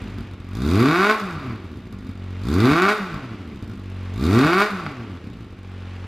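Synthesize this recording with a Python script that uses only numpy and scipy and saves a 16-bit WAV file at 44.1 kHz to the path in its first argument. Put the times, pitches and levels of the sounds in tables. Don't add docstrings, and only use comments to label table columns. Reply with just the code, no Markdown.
import sys
import numpy as np
from scipy import signal
from scipy.fft import rfft, irfft, next_fast_len
from scipy.io import wavfile
from scipy.ndimage import uniform_filter1d, map_coordinates

SR = 44100
rng = np.random.default_rng(int(sys.argv[2]) if len(sys.argv) > 2 else 0)


def int16_out(signal):
    q = np.round(np.clip(np.atleast_2d(signal).T, -1, 1) * 32767)
    wavfile.write(sys.argv[1], SR, q.astype(np.int16))


N = 267684

# opens t/s, shuts t/s, share of full throttle at the first twist
BLIPS = [(0.498, 1.112, 0.71), (2.393, 2.909, 0.97), (4.120, 4.629, 0.96)]
# start t/s, end t/s
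STUMBLES = [(-0.3, 0.45), (1.14, 2.14), (2.93, 3.78), (4.658, 5.6)]
# firing rate f/Hz, then level/dB of boom, growl, bark, jet
LOADED_MIX = [(46.6, -30, -43.5, -46, -51.5), (74.8, -18.5, -24.5, -35.5, -40.5),
              (124, -16, -15.5, -23, -36), (158, -21, -19, -20.5, -38), (204.2, -22.5, -20, -17.5, -36.5)]
# firing rate f/Hz, then level/dB of boom, growl, bark, jet
COASTING_MIX = [(46, -34, -45.5, -52, -62), (66, -35.5, -43.5, -55, -62), (105.72, -33, -39.5, -45.5, -67),
                (146, -32.5, -40.5, -37.5, -56.5), (227, -17, -34, -28.5, -41)]
# firing rate f/Hz, level/dB
STANDING_WAVES = [(100, -1), (121, 1.5), (135, -6), (153, 3.5), (175, -13), (189, -3), (201, -6.5),
                  (211, -32.5), (221, -20.5)]
# t/s, exhaust level/dB, clatter level/dB
POSITION = [(0, 3, 7.5), (0.6, -1, -2.5), (4.9, -0.5, 0.5), (5.5, -3.5, -0.5), (6.07, -5, -1.5)]
# f/Hz, level/dB
PIPE_EQ = [(8, -56), (25, -14), (45, -2), (68, -4), (92, 4.5), (125, -2), (150, -10.5), (195, -1),
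           (260, 1.5), (380, 0), (450, -9.5), (530, -21.5), (900, -52)]
# f/Hz, level/dB
METAL_EQ = [(260, -0.5), (450, 5.5), (631, -2), (752, -1), (1310, -3.5), (1640, -4), (2820, -5.5),
            (4570, -16.5), (5610, -20.5), (9110, -31.5), (15000, -44)]
# f/Hz, level/dB
BARK_EQ = [(150, -60), (330, -62), (570, -1.5), (690, 0), (860, -5.5), (1110, 0.5), (1450, -4), (1870, -7),
           (2450, -4), (3050, -15.5), (3700, -16), (4800, -21), (7000, -32.5), (9000, -43.5), (15000, -75)]
# f/Hz, width/Hz, relative level/dB
CAN_MODES = [(1142, 100, 0), (1387, 106, -3), (1330, 29, 6.5), (2020, 160, -11), (3700, 74, 2.5),
             (4680.5, 40, 9.5)]
# delay t/s, gain
REFLECTIONS = [(0, 1), (.0013, 0.028), (.0027, 0.36)]
# f/Hz, level/dB
JET_EQ = [(1500, -63), (2700, -13), (3250, 9.5), (3650, 19), (4200, 10.5), (4750, 12), (5600, 4),
          (6800, 4.5), (8000, 1), (13000, -1.5), (15500, -5)]
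# f/Hz, left-right likeness (1 is mono)
LIKENESS = [(1000, 1), (2000, 0.99), (4000, 0.92), (8000, 0.53), (14000, 0.12)]
# f/Hz, time to fall 60 dB t/s
ROOM_DECAY = [(100, 0.3), (1200, 0.43), (4000, 0.3), (12000, 0.083)]
# f/Hz, level/dB
ROOM_WIDTH = [(30, -40), (80, -40), (150, -51), (280, -14), (500, -25.5), (1100, -33), (2200, -13.5),
              (4500, -5.5), (10000, -8)]
# t/s, approximate peak level/dB
POPS = [(1.508, -28.5), (3.011, -28), (3.06, -25), (4.799, -23.5), (4.864, -17)]

TWIST_S, WIND_ON_S, RETURN_S = 0.02, 0.3, 0.088
START_HZ, IDLE_HZ, CEILING_HZ = 52, 45.3, 256
PULL_PER_S = 6.118
FRICTION_HZ_PER_S, DRAG_PER_S = 62, 1.487
CATCH_HZ = 17.1
LOAD_ATTACK_S, LOAD_RELEASE_S = 0.051, 0.059
STUMBLE_GROWS_S, STUMBLE_CLEARS_S = 0.46, 0.049
SMOOTH_ROUGH, STUMBLE_ROUGH = 0.14, 1
LURCH_DB, LURCH_PER_S = 2.8, 32
SETTLE_S, SETTLED_BOOM_DB, SETTLED_CLATTER_DB = 0.16, 0.5, 11.5
ROUGH_CHURN, LOADED_CHURN = 0.85, 0.076
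HUM_HZ, HUM_WIDTH_HZ, HUM_DB = 91, 20, -29.5
CLATTER_DB, CLATTER_DB_PER_OCTAVE = -51, 5
STEEP_FROM_HZ, STEEP_FULL_HZ = 97, 173
FRONT_SCATTER_DB, FRONT_JITTER_S = 4.5, 0.00003
SPIT_DB, SPIT_LEAD_S, SPIT_HALF_S = 4, 0.01, 0.0073
BLARE_HZ, BLARE_WIDTH_HZ, BLARE_DB = 1440, 560, -0.5
BLARE_FROM_HZ, BLARE_FULL_HZ = 122, 190
TOP_HZ = 15250


def amp(db):
    return 10 ** (np.asarray(db) / 20)


def ramp(x):
    return np.clip(x, 0, 1)


def along(points, hz):
    f, v = np.transpose(points)
    return np.interp(np.log(hz + 1), np.log(f + 1), v)


def lookup(rows, x):
    axis, *columns = np.transpose(rows)
    return np.array([np.interp(x, axis, column) for column in columns])


def steady(x, size=2800):
    power = np.mean(np.atleast_2d(x) ** 2, axis=0)
    return x / np.sqrt(np.abs(uniform_filter1d(uniform_filter1d(power, size), size)) + 1e-14)


def filtered(x, response):
    m = 2 * next_fast_len(N // 2 + SR // 4)
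    return irfft(rfft(x, m) * response(np.fft.rfftfreq(m, 1 / SR)), m)[..., :N]


def eq(x, points):
    def response(hz):
        cepstrum = irfft(np.log(amp(along(points, hz))))
        half = len(cepstrum) // 2
        cepstrum[1:half] *= 2
        cepstrum[half + 1:] = 0
        return np.exp(rfft(cepstrum))
    return filtered(x, response)


def noise():
    def mid_side(hz):
        angle = np.arccos(np.clip(along(LIKENESS, hz), -1, 1)) / 2
        return np.array([np.cos(angle), np.sin(angle)])
    mid, side = filtered(rng.standard_normal((2, N)), mid_side)
    return np.array([mid + side, mid - side])


def wobble(per_s):
    return map_coordinates(rng.standard_normal(1000), [np.arange(N) * per_s / SR], mode="wrap")


def pulses(times, sizes):
    taps = np.floor(times * SR).astype(int)[:, None] + np.arange(-7, 9)
    offset = taps - times[:, None] * SR
    shape = np.sinc(offset) * np.cos(np.pi * offset / 16) ** 2
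    return np.bincount(np.clip(taps, 0, N).ravel(), (sizes[:, None] * shape).ravel(), N + 1)[:N]


def fading(train, decay_s):
    return signal.lfilter([1], [1, -np.exp(-1 / (decay_s * SR))], train)


def grip(t):
    opening = 0
    for opens, shuts, first in BLIPS:
        twist = ramp((t - opens) / TWIST_S)
        wind_on = ramp(first + (1 - first) * ramp((t - opens) / WIND_ON_S) ** 2)
        opening += np.minimum(twist, wind_on) * ramp(1 - (t - shuts) / RETURN_S)
    return opening


def crankshaft(t, step_s=0.002):
    steps = np.arange(0, t[-1], step_s)
    speeds = [START_HZ]
    for throttle in grip(steps[:-1]):
        hz = speeds[-1]
        pull = PULL_PER_S * hz * (1 - hz / CEILING_HZ)
        braking = (FRICTION_HZ_PER_S + DRAG_PER_S * hz) * np.tanh((hz - IDLE_HZ) / CATCH_HZ)
        speeds.append(hz + step_s * (throttle * pull - (1 - throttle) * braking))
    return np.interp(t, steps, speeds)


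def combustion(t, rate):
    load = sum(ramp((t - opens) / LOAD_ATTACK_S) * ramp(1 - (t - shuts) / LOAD_RELEASE_S)
               for opens, shuts, _ in BLIPS)
    stumble = sum(ramp((t - start) / STUMBLE_GROWS_S) * ramp(.5 + (end - t) / STUMBLE_CLEARS_S)
                  for start, end in STUMBLES)
    rough = ramp(SMOOTH_ROUGH + (STUMBLE_ROUGH - SMOOTH_ROUGH) * stumble)
    calm = (1 - rough) * ramp(1 - (rate - IDLE_HZ) / CATCH_HZ)
    settled = calm * fading(calm, SETTLE_S) / (SETTLE_S * SR)
    return load, rough, settled


def exhaust_levels(t, rate, load, rough, settled):
    boom, growl, bark, jet = load * lookup(LOADED_MIX, rate) + (1 - load) * lookup(COASTING_MIX, rate)
    boom = boom + lookup(STANDING_WAVES, rate)[0] + SETTLED_BOOM_DB * settled * (1 - load)
    lurch = LURCH_DB * rough * wobble(LURCH_PER_S)
    spit = SPIT_DB * sum(np.exp(-((t - shuts + SPIT_LEAD_S) / SPIT_HALF_S) ** 2) for _, shuts, _ in BLIPS)
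    return np.array([boom + lurch, growl + lurch, bark + 0.67 * (lurch + spit), jet + lurch + spit])


def firings(rate, roughness, cylinder_db, scatter_db, jitter):
    count = np.cumsum(rate) / SR
    k = np.arange(1, int(count[-1]))
    times = np.interp(k, count, np.arange(N) / SR)
    rough = roughness[(times * SR).astype(int)]
    size_luck, time_luck = rng.standard_normal((len(k), 2)).T
    imbalance = np.array([1, -.5, .5, -1])[k % 4]
    sizes = amp(cylinder_db * imbalance + scatter_db * rough * np.tanh(size_luck))
    return times + jitter * rough * time_luck * np.gradient(times), sizes


def thump(times, sizes, rate, load, rough, settled, boom_db, growl_db, hum_db):
    churn_gain = ROUGH_CHURN * rough * (1 - load) + LOADED_CHURN * load
    churn = eq(churn_gain * rng.standard_normal(N), PIPE_EQ)
    clean = filtered(eq(steady(pulses(times, sizes)), PIPE_EQ), lambda hz: -1j)
    bass = lambda hz: 1 / (1 + (hz / 225) ** 12)
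    boom = steady(filtered(clean + churn * IDLE_HZ / rate, bass))
    growl = steady(filtered(clean + churn, lambda hz: 1 - bass(hz)))
    hum = steady(filtered(clean, lambda hz: 1 / (1 + ((hz - HUM_HZ) / HUM_WIDTH_HZ) ** 4)))
    return amp(boom_db) * boom + amp(growl_db - 1.9 * settled) * growl + settled * amp(hum_db) * hum


def valve_gear(rate, level_db, scatter_db, whirr_db):
    count = np.cumsum(2 * rate) / SR
    times = np.interp(np.arange(int(count[-1])) + .5, count, np.arange(N) / SR)
    sizes = amp(scatter_db * rng.standard_normal(len(times)))
    ticks = steady(fading(pulses(times, sizes), decay_s=0.0021))
    return amp(level_db) * steady(eq((ticks + amp(whirr_db)) * noise(), METAL_EQ))


def silencer(x, ring_db):
    def modes(hz):
        return sum(amp(db) * 1j * hz * width / (centre ** 2 - hz ** 2 + 1j * hz * width)
                   for centre, width, db in CAN_MODES)
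    return filtered(x, lambda hz: amp(along(BARK_EQ, hz)) * (1 + amp(ring_db) * modes(hz)))


def bark(times, sizes, power, flow_db):
    fronts = steady(sum(pulses(times + delay, gain * sizes) for delay, gain in REFLECTIONS))
    puffs = steady(fading(fronts, decay_s=0.0043))
    rasp = steady((puffs + amp(flow_db)) * noise())
    rasp_db = 9 - 17 * power
    return steady(silencer(amp(rasp_db) * rasp - fronts, ring_db=-3))


def jet(times, sizes, scatter_db, flow_db):
    spits = sizes * amp(scatter_db * rng.standard_normal(len(times)))
    puffs = steady(fading(pulses(times, spits), decay_s=0.0057))
    hiss = steady((puffs + amp(flow_db)) * noise())
    crackle = .6 * steady(fading(pulses(times, spits ** 2), decay_s=.0005) * noise(), size=7000)
    return steady(eq(hiss + crackle, JET_EQ))


def workshop(x):
    hz, t, spectra = signal.stft(rng.standard_normal((2, SR // 2)), SR, nperseg=256)
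    decay = amp(-60 * t / along(ROOM_DECAY, hz)[:, None])
    tails = signal.istft(spectra * decay, SR, nperseg=256)[1]
    mid, side = (signal.fftconvolve(x, tail[None] / np.linalg.norm(tail), axes=1)[:, :N]
                 for tail in tails)
    return mid + filtered(side, lambda hz: amp(along(ROOM_WIDTH, hz))) * [[1], [-1]]


def blare(x, rate):
    peak = lambda hz: 1j * hz * BLARE_WIDTH_HZ / (BLARE_HZ ** 2 - hz ** 2 + 1j * hz * BLARE_WIDTH_HZ)
    fade_in = ramp((rate - BLARE_FROM_HZ) / (BLARE_FULL_HZ - BLARE_FROM_HZ))
    return steady(x + amp(BLARE_DB) * fade_in * filtered(x, peak))


def afterfire(decay_s):
    times, db = np.transpose(POPS)
    pops = silencer(fading(pulses(times, amp(db)), decay_s) * noise(), ring_db=12)
    return pops * amp(db.max()) / np.abs(pops).max()


def scene():
    t = np.arange(N) / SR
    rate = crankshaft(t)
    load, rough, settled = combustion(t, rate)
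    power = load * ramp((rate - STEEP_FROM_HZ) / (STEEP_FULL_HZ - STEEP_FROM_HZ))
    exhaust_db, engine_db = lookup(POSITION, t)
    boom_db, growl_db, bark_db, jet_db = exhaust_db + exhaust_levels(t, rate, load, rough, settled)
    times, sizes = firings(rate, rough, cylinder_db=-0.64, scatter_db=6.0, jitter=0.0432)
    low = thump(times, sizes, rate, load, rough, settled, boom_db, growl_db, exhaust_db + HUM_DB)
    front_sizes = sizes * amp(FRONT_SCATTER_DB * np.tanh(rng.standard_normal(len(times))))
    front_times = times + FRONT_JITTER_S * rng.standard_normal(len(times))
    high = amp(bark_db) * blare(bark(front_times, front_sizes, power, flow_db=10), rate)
    high += amp(jet_db) * jet(front_times, front_sizes, scatter_db=2.5, flow_db=-11)
    high += afterfire(decay_s=0.003)
    low_send = filtered(low, lambda hz: 1 - 1 / (1 + (hz / 160) ** 6))
    walls = workshop(amp(-10) * high + amp(-10.5) * low_send)
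    rev_lift_db = CLATTER_DB_PER_OCTAVE * np.log2(rate / IDLE_HZ)
    clatter_db = engine_db + CLATTER_DB + rev_lift_db + SETTLED_CLATTER_DB * settled
    return low + high + walls + valve_gear(rate, clatter_db, scatter_db=13.5, whirr_db=11.5)


def record(dry):
    rounded = dry / (1 + np.abs(dry / .9) ** 8) ** (1 / 8)
    return filtered(rounded, lambda hz: hz < TOP_HZ)


dry = scene()
out = record(dry)
int16_out(out)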